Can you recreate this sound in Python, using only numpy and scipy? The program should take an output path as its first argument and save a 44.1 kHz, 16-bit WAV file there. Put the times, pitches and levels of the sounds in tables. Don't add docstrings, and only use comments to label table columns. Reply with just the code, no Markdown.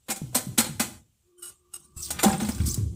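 import sys
import numpy as np
from scipy import signal
from scipy.fft import rfft, irfft
from scipy.io import wavfile
from scipy.ndimage import uniform_filter1d, map_coordinates

SR = 44100
rng = np.random.default_rng(int(sys.argv[2]) if len(sys.argv) > 2 else 0)


def store_pcm(level_fs):
    pcm = np.round(np.clip(level_fs, -1, 1) * 32767).astype(np.int16)
    wavfile.write(sys.argv[1], SR, np.atleast_2d(pcm).T)


N = 130095
TIME = np.arange(N) / SR

# (frequency [Hz], width [Hz], level [dB])
WALL = [(345, 40, -3.5), (456, 35, -6), (647, 55, -5.5), (765, 60, -4.5), (875, 60, -5.5), (1010, 40, -6)]
# (frequency [Hz], width [Hz], level [dB])
CRUNCH = [(1250, 12, 4), (1479, 130, -1), (2120, 74, -4.5), (2400, 40, -4), (3467, 80, -6), (3900, 100, -8),
          (4200, 180, -6)]
# (frequency [Hz], density [dB per Hz])
RUMBLE = [(25, -25), (45, -22), (75, 0), (130, 1), (220, -11.5), (350, -14), (600, -39), (1200, -61)]
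CRUNCH_BED_DB, WALL_BED_DB = -11, -17.5
GRAINS_PER_S, GRAIN_SPREAD_DB = 9000, 2
GATE_DEPTH_DB = 7.5


def amp(db):
    return 10 ** (np.asarray(db) / 20)


def unit(x):
    return x / np.sqrt(np.mean(x ** 2) + 1e-20)


def colour(x, points, low_hz=15):
    f = np.fft.rfftfreq(N, 1 / SR) + 0.0008
    hz, db = np.array(points).T
    gain = amp(np.interp(np.log(f), np.log(hz), db))
    skirt = np.sqrt(1 + (low_hz / f) ** 10)
    return unit(irfft(rfft(x) * gain / skirt, N))


def resonate(x, peaks, bed_db, pitch=1):
    f = np.fft.rfftfreq(N, 1 / SR) + 1e-3
    rows = np.array(peaks, float)
    power = amp(2 * bed_db)
    for hz, width, db in rows:
        power = power + amp(2 * db) / (1 + (2 * (f - hz * pitch) / width) ** 2)
    low_skirt = 1 + (0.87 * rows[:, 0].min() / f) ** 10
    high_skirt = 1 + (f / (0.88 * rows[:, 0].max())) ** 10
    return unit(irfft(rfft(x) * np.sqrt(power / (low_skirt * high_skirt)), N))


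def decay(t, t60):
    return np.exp(-np.log(1000) * np.maximum(t, 0) / max(t60, 1e-3))


def envelope(start, rise, hold, t60):
    t = TIME - start
    return np.clip(t / max(rise, 1e-4), 0, 1) * decay(t - rise - hold, t60)


def walk(rate):
    return 1.6 * np.interp(TIME * rate, np.arange(4096), rng.standard_normal(4096))


def background():
    # (frequency [Hz], density [dB per Hz])
    air_spectrum = [(25, 0.5), (70, 15.5), (200, 1), (2000, -7.5), (2900, -2), (5000, -5), (7500, 0.5),
                    (12000, -6)]
    air_db = -64
    start_s, hold_s = 1.205, 1.495
    hum_hz, hum_waver, hum_db, hum_flutter_db = 352, .018, -71.5, 3.5
    whir_hz, whir_start_db, swell_db_per_s = 1168, -80.5, 10

    hum_phase = 2 * np.pi * np.cumsum(hum_hz * (1 + hum_waver * walk(39.24))) / SR
    hum = np.sqrt(2) * np.sin(hum_phase) * amp(hum_db + hum_flutter_db * walk(18))
    whir = resonate(rng.standard_normal(N), [(whir_hz, 60, 0)], bed_db=-40)
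    whir *= amp(whir_start_db + swell_db_per_s * (TIME - start_s))
    air = amp(air_db + 2 * walk(8.6)) * colour(rng.standard_normal(N), air_spectrum)
    on = envelope(start_s, 0.067, hold_s, 0.28)
    return amp(GATE_DEPTH_DB) * (air + on * (hum + whir))


def grit(rate, spread_db):
    jerks_per_s, jerk_db = 113.04, 2.5
    hit = rng.random(N) < rate / SR
    size = amp(spread_db * np.minimum(rng.exponential(size=N), 4))
    sign = np.sign(rng.standard_normal(N))
    grains = hit * size * sign * amp(jerk_db * walk(jerks_per_s))
    return grains / np.sqrt(np.abs(uniform_filter1d(grains ** 2, size=700)) + 1e-3)


def blade(force):
    # (frequency [Hz], level [dB], t60 [s])
    blade_modes = [(4250, -16, .22), (4950, -14, .18), (5900, -12, .2), (6890, -8, .16), (7147, -7, .18),
                   (7995, -8, .18), (8390, -7, .16), (8777, -2, .12)]
    t = np.arange(SR // 2) / SR
    ring = np.zeros(len(t))
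    for hz, db, t60 in blade_modes:
        ring += amp(db) * np.sin(2 * np.pi * hz * t) * decay(t, t60) / np.sqrt(t60)
    ring /= np.linalg.norm(ring)
    return amp(-11) * signal.fftconvolve(force, ring)[:N]


def blows():
    # (time [s], rise [s], hold [s], fall t60 [s],
    # sand hiss [dB], crunch [dB], tub wall [dB])
    blow_table = [(0.082, 0.004, 0.02, 0.16, -38, -40.5, -39),
                  (0.1, 0.0018, 0.022, 0.025, -26.5, -35.5, -43.5),
                  (0.159, 0.0026, 0.0038, 0.11, -36, -48, -62),
                  (0.327, 0.00053, 0.021, 0.067, -52, -62.5, -47),
                  (0.345, 0.0073, 0.0052, 0.13, -17.5, -30, -28.5),
                  (0.372, 0.0022, 0.0058, 0.18, -66, -42, -41.5),
                  (0.575, 0.0078, 0.0062, 0.13, -16, -22.5, -27),
                  (.598, 0.004, 0.0087, 0.041, -31, -40, -39),
                  (0.643, 0.0018, 0.0046, 0.21, -38.5, -37, -39.5),
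                  (0.795, 0.0046, 0.0017, 0.18, -20.5, -26, -28.5),
                  (2.104, 0.0016, 0.0046, 0.1, -24.5, -37.5, -39),
                  (2.186, 0.0058, 0.0066, 0.059, -36, -29, -40),
                  (2.23, 0.0031, 0.002, 0.058, -16, -23, -15.5),
                  (2.242, 0.0022, 0.0022, 0.19, -29, -30, -19.5),
                  (2.276, 0.0028, 0.0021, 0.17, -35.5, -60, -28.5),
                  (2.326, 0.0023, 0.0048, 0.13, -39.5, -34.5, -36),
                  (2.4, 0.0021, 0.0062, 0.23, -37, -37, -32),
                  (2.485, 0.0046, 0.0022, 0.071, -31.5, -37.5, -32),
                  (2.6, 0.00085, 0.0021, 0.044, -46, -38.5, -50),
                  (2.656, 0.0056, 0.027, 0.039, -29, -53, -94),
                  (2.742, 0.002, 0.0011, 0.013, -21, -68, -66.5)]
    # (frequency [Hz], density [dB per Hz])
    sand_spectrum = [(1760, -37), (3000, -15), (4660, -12), (5800, -7.5), (6300, -6), (8530, 0.5),
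                     (9390, -4), (15500, -10.5)]

    hiss, crunch, wall = np.zeros((3, N))
    for start, rise, hold, t60, hiss_db, crunch_db, wall_db in blow_table:
        push = envelope(start, rise, hold, t60)
        hiss += amp(hiss_db) * push
        crunch += amp(crunch_db) * push
        wall += amp(wall_db) * push
    grains = grit(GRAINS_PER_S, GRAIN_SPREAD_DB)
    sand = hiss * colour(grains, sand_spectrum, low_hz=3800) + blade(hiss * grains)
    body = crunch * resonate(grains, CRUNCH, CRUNCH_BED_DB)
    body += wall * resonate(grains, WALL, WALL_BED_DB)
    return amp(-1.5) * sand + amp(-1.31) * body


def thuds():
    # (time [s], level [dB], starting pitch [Hz],
    # sag [octaves per s, negative rises], rise [s], t60 [s])
    thud_table = [(0.092, -33, 243, 6.5, 0.0018, 0.17), (0.217, -26, 208, 24, 0.00091, 0.051),
                  (0.228, -28, 155.6, 13, 0.012, 0.1), (0.35, -26, 238, -2.5, 0.013, 0.089),
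                  (0.468, -26.5, 181, -4, 0.0032, 0.035), (.482, -30.5, 160, 22.5, 0.0077, 0.12),
                  (0.582, -19.5, 236.5, 2, 0.0058, 0.14), (0.691, -32.5, 171.7, 10, 0.0079, 0.34),
                  (.798, -22.5, 224.4, -2.5, 0.0089, 0.063), (0.955, -43.5, 89.6, 8, 0.016, 0.11),
                  (1.963, -37, 69, 5, 0.0058, 0.087), (2.232, -18, 326, 3, 0.01, 0.043),
                  (2.255, -13, 215.4, 3, 0.0099, 0.18), (2.321, -30, 160.4, 1.5, 0.017, 0.21),
                  (2.417, -22, 226.5, 2.5, 0.0067, 0.18), (2.484, -20.5, 222, -4.5, 0.012, 0.029),
                  (2.555, -34, 104, 29, 0.0053, 0.22), (2.599, -20.5, 97.5, 9.5, 0.0042, 0.31),
                  (2.602, -28, 182, 2.5, 0.0019, 0.15), (2.654, -32, 106.4, 1, 0.023, 0.3),
                  (2.674, -28, 206.4, -5.5, 0.0072, 0.052), (2.778, -21.5, 125.5, 8, 0.002, 0.27),
                  (2.776, -30, 245, 30, 0.00071, 0.097), (2.819, -33.5, 83.6, 4.5, 0.007, 0.48)]
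    shudder_db, shudder_t60_s = -11.5, 0.54
    shudder_hz = 123

    boom, shudder = np.zeros((2, N))
    for start, db, hz, sag, rise, t60 in thud_table:
        age = np.maximum(TIME - start, 0)
        pitch = hz * 2 ** (-sag * np.minimum(age, .12))
        phase = np.cumsum((age > 0) * pitch) / SR
        boom += amp(db) * np.sqrt(2) * np.sin(2 * np.pi * phase) * envelope(start, rise, 0, t60)
        depth = min(shudder_hz / hz, 1) ** 2
        shudder += amp(db) * depth * envelope(start, rise, 0, shudder_t60_s)
    return boom + amp(shudder_db) * shudder * colour(rng.standard_normal(N), RUMBLE)


def tub(x):
    echo_s, echo_gain, drift_s = .004, .3, .00006
    lags = [echo_s * (.5 + share) + drift_s * walk(10) for share in rng.random(size=4)]
    echoes = sum(map_coordinates(x, [np.arange(N) - lag * SR]) for lag in lags)
    return (x + echo_gain * echoes) / np.sqrt(1 + len(lags) * echo_gain ** 2)


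def yard(x):
    noise = colour(rng.standard_normal(N), [(100, 6.0), (1500, -1), (8000, -1.5), (15000, -4)])
    echo = noise * envelope(0.024, 0.0033, 0, t60=0.43)
    return signal.fftconvolve(x, echo / np.linalg.norm(echo))[:N]


def scrapes():
    # (time [s], length [s], starting level [dB], fade [dB per s], pitch factor [1])
    scrape_table = [(1.375, 0.03, -50.5, 61, 1.04), (1.419, 0.072, -35.5, 111, 0.99),
                    (1.729, 0.027, -34.5, 134.5, 0.97), (1.832, 0.019, -52.5, 80, 1.04),
                    (1.962, 0.06, -40, 50, .91), (2.189, 0.055, -35.5, -2, 0.85)]
    # (frequency [Hz], width [Hz], level [dB])
    edge_peaks = [(781, 26, -21), (1220, 30, -14), (1431, 26, -6), (2943, 24, -6.5), (3940, 83, -18),
                  (5380, 310, -16), (6870, 85, -8), (8500, 106, 3.5), (10010, 270, -6), (11620, 150, -10.5),
                  (14570, 270, -6)]
    rise_s, fall_t60_s = 0.0095, 0.029

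    out = np.zeros(N)
    grains = grit(GRAINS_PER_S, GRAIN_SPREAD_DB)
    for start, length, db, fade_db, pitch in scrape_table:
        level = amp(db - fade_db * np.clip(TIME - start, 0, length))
        push = envelope(start, rise_s, length, fall_t60_s) * level
        out += push * resonate(grains, edge_peaks, -47, pitch)
    return out


def stones():
    stones_per_s, middle_hz, ring_t60_s = 260, 2960, .014
    t = np.arange(SR // 20) / SR
    out = np.zeros(N + len(t))
    for when, place, size in rng.random((int(stones_per_s * N / SR), 3)):
        at = int(when * N)
        hz = middle_hz * 3 ** (2 * place - 1)
        out[at:at + len(t)] += size ** 2 * np.sin(2 * np.pi * hz * t) * decay(t, ring_t60_s)
    return unit(out[:N])


def stirring():
    # (time [s], sand hiss [dB], crunch [dB], tub rumble [dB])
    stir_table = [(1.79, -57, -78, -60), (1.96, -63, -84, -53), (2.031, -32, -79, -65),
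                  (2.09, -40.5, -61, -46.5), (2.17, -82, -48.5, -37.5), (2.29, -43, -37, -45),
                  (2.38, -44.5, -55, -52), (2.45, -39, -46, -36), (2.53, -40, -55, -43),
                  (2.628, -45.5, -53.5, -35.5), (2.709, -32, -63.5, -50), (2.772, -41.5, -60, -41),
                  (2.83, -85, -67.5, -59), (2.939, -84, -98, -39)]
    # (frequency [Hz], density [dB per Hz])
    wet_spectrum = [(3000, -19.5), (5200, -3.5), (7000, -5.5), (8200, 3), (10000, -5.5), (11500, -19),
                    (15000, -3.5)]

    times, *levels = np.array(stir_table).T
    hiss, crunch, rumble = (amp(np.interp(TIME, times, db, left=-120)) for db in levels)
    grains = grit(7900, spread_db=4.5)
    ticks = amp(-2) * stones()
    wall = amp(-7.5) * resonate(grains, WALL, WALL_BED_DB)
    body = resonate(grains, CRUNCH, CRUNCH_BED_DB) + wall + ticks
    sand = colour(grains + ticks, wet_spectrum, low_hz=3200)
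    return hiss * sand + crunch * body + rumble * colour(rng.standard_normal(N), RUMBLE)


def slide():
    start_s, length_s, level_db = 2.015, .076, -44
    from_hz, to_hz, width_hz = 6800, 3300, 1400
    hz = np.interp(TIME, [start_s, start_s + length_s], [from_hz, to_hz])
    lowpass = signal.butter(2, width_hz / 2, fs=SR, output="sos")
    band = signal.sosfilt(lowpass, grit(GRAINS_PER_S, GRAIN_SPREAD_DB))
    hiss = unit(band * np.cos(2 * np.pi * np.cumsum(hz) / SR))
    return amp(level_db) * hiss * envelope(start_s, length_s / 10, length_s / 2, 2 * length_s)


def clink():
    clink_modes = [2096, 2700, 3580, 4600]
    start_s, mode_db, t60_s = 2.19, -34.5, 0.056
    ring = sum(np.sin(2 * np.pi * hz * TIME) for hz in clink_modes)
    return amp(mode_db) * ring * envelope(start_s, t60_s / 20, 0, t60_s)


def gate(x):
    threshold_db, knee_db, window_s = -50.5, 3, 0.005
    pole = np.exp(-1 / (window_s * SR))
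    power = signal.lfilter([1 - pole], [1, -pole], x ** 2)
    level_db = 10 * np.log10(power + 1e-12)
    shut = .5 - .5 * np.tanh((level_db - threshold_db) / knee_db)
    return x * amp(-GATE_DEPTH_DB * shut)


def suppress(x):
    threshold_db, depth_db, knee_db = -84, 9, 2
    bands = signal.stft(x, nperseg=512)[2]
    power = np.abs(uniform_filter1d(np.abs(bands) ** 2, size=7, axis=1))
    level_db = 10 * np.log10(power + 1e-20)
    shut = .5 - .5 * np.tanh((level_db - threshold_db) / knee_db)
    return signal.istft(bands * amp(-depth_db * shut))[1][:N]


def scene():
    sand = tub(blows() + stirring()) + clink()
    low = thuds()
    edge = scrapes() + slide()
    echo = yard(amp(-15.5) * sand + amp(-15.5) * low + amp(-15.0) * edge)
    return (sand + low + edge + echo + background())[None]


def record(dry):
    top_cut = signal.ellip(10, .2, 80, 15450, fs=SR, output="sos")
    return signal.sosfilt(top_cut, suppress(gate(dry[0])))[None]


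dry = scene()
out = record(dry)
store_pcm(out)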